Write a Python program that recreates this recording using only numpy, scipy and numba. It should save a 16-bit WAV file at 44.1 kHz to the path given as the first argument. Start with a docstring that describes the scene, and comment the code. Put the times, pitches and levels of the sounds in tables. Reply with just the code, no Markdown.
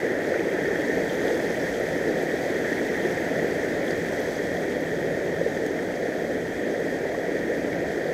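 """A mountain stream pours over a dam into a pool and spills on between boulders close by.
The jet booms, big air pockets gulp in the plunging water and small bubbles babble at the rocks.
Spray spatters and fizzes above, and single drops plop nearby. A slowly turning camera hears it
all from inside a waterproof case, whose hollow resonances colour the rush."""
import sys
import numpy as np
from scipy import signal
from scipy.fft import rfft, irfft
from scipy.io import wavfile
from scipy.ndimage import uniform_filter1d
from numba import njit

SR = 44100
rng = np.random.default_rng(int(sys.argv[2]) if len(sys.argv) > 2 else 0)


def persist_wave(psi):
    """Save psi, clipped to +-1, as 16-bit WAV."""
    counts = np.round(np.clip(psi, -1, 1) * 32767).astype(np.int16)
    wavfile.write(sys.argv[1], SR, np.atleast_2d(counts).T)


N = 358533


def undb(db):
    """Decibels to gain."""
    return 10 ** (np.asarray(db) / 20)


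def unit(x):
    """Scale to rms 1."""
    return x / np.sqrt(np.mean(x ** 2))


def band(x, lo_hz, hi_hz, order=6):
    """Band-pass, steep by default."""
    sos = signal.butter(order, [lo_hz, min(hi_hz, .45 * SR)], "band", fs=SR, output="sos")
    return signal.sosfilt(sos, x)


def walk(rate):
    """Smooth random drift at rms 1: levels held for 1 / rate s and slewed twice."""
    hold = max(int(SR / rate), 1)
    steps = np.repeat(rng.standard_normal(N // hold + 2), hold)
    return unit(uniform_filter1d(uniform_filter1d(steps, hold), hold)[:N])


def case_response(size=4096):
    """Impulse response of the waterproof case: its wall muffles and its hollow rings."""
    # what the wall lets through: (frequency [Hz], gain [dB])
    wall = [(20, -35), (40, -27.5), (81, -19), (126, -19), (279, -7.5), (590, -9), (852, -18.5),
            (1089, -31), (1577, -25), (2400, -31), (2870, -40), (3700, -30), (5848, -29), (9142, -41.5),
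            (15600, -47)]
    # peaks of the response: (centre [Hz], width [Hz], lift [dB]); the narrow one at 165.7 Hz gives the far
    # dam's boom its note, the rest are resonances of the case and the air in it
    modes = [(165.7, 35, 6), (466, 195, 4.5), (1833, 195, 5.2), (1900, 814, 14), (3223, 620, 14),
             (4670, 400, 2), (6480, 830, 5), (7980, 780, 5.5), (10230, 1840, 7), (12250, 1600, 11.5),
             (14648, 1200, 8)]
    hz = np.maximum(np.arange(size // 2 + 1) * SR / size, 1)
    wall_hz, wall_db = np.transpose(wall)
    db = np.interp(np.log(hz), np.log(wall_hz), wall_db)
    db += sum(lift / (1 + (2 * (hz - centre) / width) ** 2) for centre, width, lift in modes)
    # minimum phase, so the ring follows the hit
    cepstrum = irfft(np.log(undb(db)))
    cepstrum[1:size // 2] *= 2
    cepstrum[size // 2 + 1:] = 0
    return irfft(np.exp(rfft(cepstrum)))


def in_case(x):
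    """A sound as it arrives inside the case, at rms 1."""
    return unit(signal.fftconvolve(x, case_response())[:N])


@njit
def ring(starts, hz, cycles, sizes, glide):
    """Each bubble is a sine that dies by 60 dB over its cycles and rises in pitch as it surfaces."""
    out = np.zeros(N)
    for k in range(len(starts)):
        length = int(cycles[k] * SR / hz[k]) + 2
        fade = np.exp(-np.log(1000) / length)
        size, phase = sizes[k], 0.
        for i in range(min(length, N - starts[k])):
            phase += 2 * np.pi * hz[k] / SR * (1 + glide * i / length)
            size *= fade
            out[starts[k] + i] += size * np.sin(phase)
    return out


def bubbles(rate, lo_hz, hi_hz, cycles, spread_db, glide):
    """A cloud of bubbles, rate per second: many faint, a few loud."""
    when, pitch, life, strength = rng.random((int(rate * N / SR), 4)).T
    hz = lo_hz + (hi_hz - lo_hz) * pitch
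    accent_db = spread_db * np.minimum(-np.log(1 - strength), 5)
    sizes = undb(accent_db) * np.sqrt(hz)
    return unit(ring((when * N).astype(np.int64), hz, cycles * (.5 + life), sizes, float(glide)))


def rush(lo_hz, hi_hz, flicker_db, flicker_rate, count=4):
    """Countless merged splashes: neighbouring noise bands that each flicker on their own."""
    edges = np.geomspace(lo_hz, hi_hz, count + 1)
    return unit(sum(band(rng.standard_normal(N), lo, hi) * undb(flicker_db * walk(flicker_rate))
                    for lo, hi in zip(edges, edges[1:])))


def boom(t):
    """The dam's jet thunders into the far end of the pool."""
    # swell of the low end under the dam: (time [s], level [dB])
    swell = [(0, -41.5), (.7, -42), (1, -37.5), (2.3, -38.5), (2.7, -40), (5.3, -38.7), (5.9, -40.5),
             (8.13, -40)]
    rumble = rush(lo_hz=14, hi_hz=200, flicker_db=1.44, flicker_rate=19, count=3)
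    return undb(np.interp(t, *np.transpose(swell))) * in_case(rumble)


def plunge(t):
    """Falling water churns and drives big air pockets under; a hollow between boulders glugs."""
    churn = rush(lo_hz=205.3, hi_hz=749, flicker_db=1.23, flicker_rate=14, count=3)
    pockets = bubbles(rate=300, lo_hz=213.8, hi_hz=694, cycles=12.3, spread_db=2, glide=.21)
    glugs = bubbles(rate=350, lo_hz=309, hi_hz=491, cycles=19, spread_db=2.5, glide=.11)
    roar = in_case(churn + undb(-3) * band(pockets, 126, 1560, order=2))
    hollow = in_case(band(glugs, 283, 625, order=2))
    # the camera looks down into the hollow, then tilts up and away
    tilt_s, fade_s = 1.4, .15
    hollow_share = .35 / (1 + np.exp((t - tilt_s) / fade_s))
    return np.sqrt(1 - hollow_share) * roar + np.sqrt(hollow_share) * hollow


def babble():
    """Water tumbling between the boulders folds in pea-sized bubbles."""
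    wash = rush(lo_hz=752.5, hi_hz=2910, flicker_db=.74, flicker_rate=22)
    beads = bubbles(rate=1200, lo_hz=767, hi_hz=2768, cycles=24.6, spread_db=2.5, glide=.098)
    return in_case(wash + undb(-3) * beads)


def spatter(lift_db):
    """Spray hisses down on the stones; droplets stand out as the camera faces the near rocks."""
    hiss = rush(lo_hz=2900, hi_hz=8960, flicker_db=.5, flicker_rate=27)
    droplets = bubbles(rate=1800, lo_hz=2870, hi_hz=8720, cycles=30.6, spread_db=3.5, glide=.06)
    return in_case(hiss + undb(-6 + 1.1 * lift_db) * droplets)


def fizz(lift_db):
    """The tiniest bubbles burst in the foam; more lift brings out the grain."""
    hiss = rush(lo_hz=8900, hi_hz=17000, flicker_db=0, flicker_rate=25, count=3)
    ticks = bubbles(rate=1400, lo_hz=9000, hi_hz=15200, cycles=59, spread_db=4, glide=.05)
    return in_case(hiss + undb(-8.5 + .9 * lift_db) * ticks)


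def plops(cues, glide, splash_db, size=4096):
    """Single bubbles heard through the case: each rings and bends upward in a small burst of splash."""
    out = np.zeros(N + size)
    t = np.arange(size) / SR
    case = case_response()
    for start_s, peak_db, hz, t60 in cues:
        fade = np.exp(-np.log(1000) * t / t60)
        tone = np.sin(2 * np.pi * hz * t * (1 + glide * np.minimum(t / t60, 1) / 2))
        splash = undb(splash_db) * band(rng.standard_normal(size), .65 * hz, 1.5 * hz, order=2)
        plop = signal.fftconvolve(fade * (tone + splash), case)[:size]
        start = int(start_s * SR)
        out[start:start + size] += undb(peak_db) * plop / np.abs(plop).max()
    return out[:N]


def drops():
    """Single drops land close by with short, bright plinks."""
    # drop landings: (time [s], peak level [dB], pitch [Hz], 60 dB decay [s])
    landings = [(.341, -21, 1470, .03), (.394, -23.5, 2450, 0.017), (.627, -39, 14500, .015),
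                (.657, -21, 2170, .015), (1.093, -29, 3320, .012), (1.281, -26, 3330, 0.014),
                (2.227, -38, 12300, 0.018), (2.789, -38, 12800, .01), (3.114, -38, 12500, .03),
                (3.908, -29, 4650, 0.028), (4.807, -39, 11600, .02), (5.663, -34, 6500, .02),
                (5.664, -38, 14000, .015), (7.146, -23, 1120, .05), (7.729, -22, 2200, .025)]
    return plops(landings, glide=.068, splash_db=5)


def gulps():
    """The nearest big air pockets ring low and splashy."""
    # large air pockets: (time [s], peak level [dB], pitch [Hz], 60 dB decay [s])
    pockets = [(.799, -12.5, 410, 0.034), (1.251, -15.5, 436, .03), (2.234, -15, 400, 0.015),
               (2.34, -15.5, 386, .03), (3.427, -14.5, 364, 0.028), (3.444, -14, 450, .03),
               (5.411, -14.5, 540, 0.064), (5.461, -16, 465, 0.067), (7.646, -15, 430, 0.039)]
    return plops(pockets, glide=.078, splash_db=9)


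def scene():
    """A bed of boom, roar, babble and spray shifts as the camera turns, with gulps and drops on top."""
    # how open the camera is to the near rocks: (time [s], spray lift [dB], babble lift [dB])
    turn = [(0, -0.5, 1), (.55, -0.1, 1.4), (1.3, 2.5, 2), (1.8, 1.1, 0.3), (3.2, 1.3, 2.2), (3.7, .8, 1.1),
            (4.2, 1.5, 0.1), (4.8, -.9, -1.2), (6.1, -1.3, -2), (8.13, -1.5, -1)]
    roar_db, babble_db, spatter_db, fizz_db = -27.2, -34.4, -46.9, -58  # before any lift
    t = np.arange(N) / SR
    turn_s, *lifts = np.transpose(turn)
    spray_lift, babble_lift = (np.interp(t, turn_s, lift) for lift in lifts)
    cascade_lift = .4 * np.maximum(4 - t, 0)  # eases off over 4 s as the camera leaves the near cascade
    roar_lift = .1 * babble_lift + cascade_lift  # the low roar spreads all round: turning barely tells
    fizz_lift = 1.2 * spray_lift  # the fizz is beamed
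    body = (boom(t)
            + undb(roar_db + roar_lift) * plunge(t)
            + undb(babble_db + babble_lift) * babble())
    spurts = undb(.45 * walk(rate=39) + .17 * walk(rate=12))  # spray is thrown in quick spurts
    spray = spurts * (undb(spatter_db + spray_lift) * spatter(spray_lift)
                      + undb(fizz_db + fizz_lift) * fizz(spray_lift))
    return (body + spray + gulps() + drops())[None]


def record(dry):
    """The camera cuts the top treble with a steep low-pass."""
    cutoff_hz = 15650
    return signal.sosfilt(signal.ellip(12, .1, 90, cutoff_hz, fs=SR, output="sos"), dry)


dry = scene()
out = record(dry)
persist_wave(out)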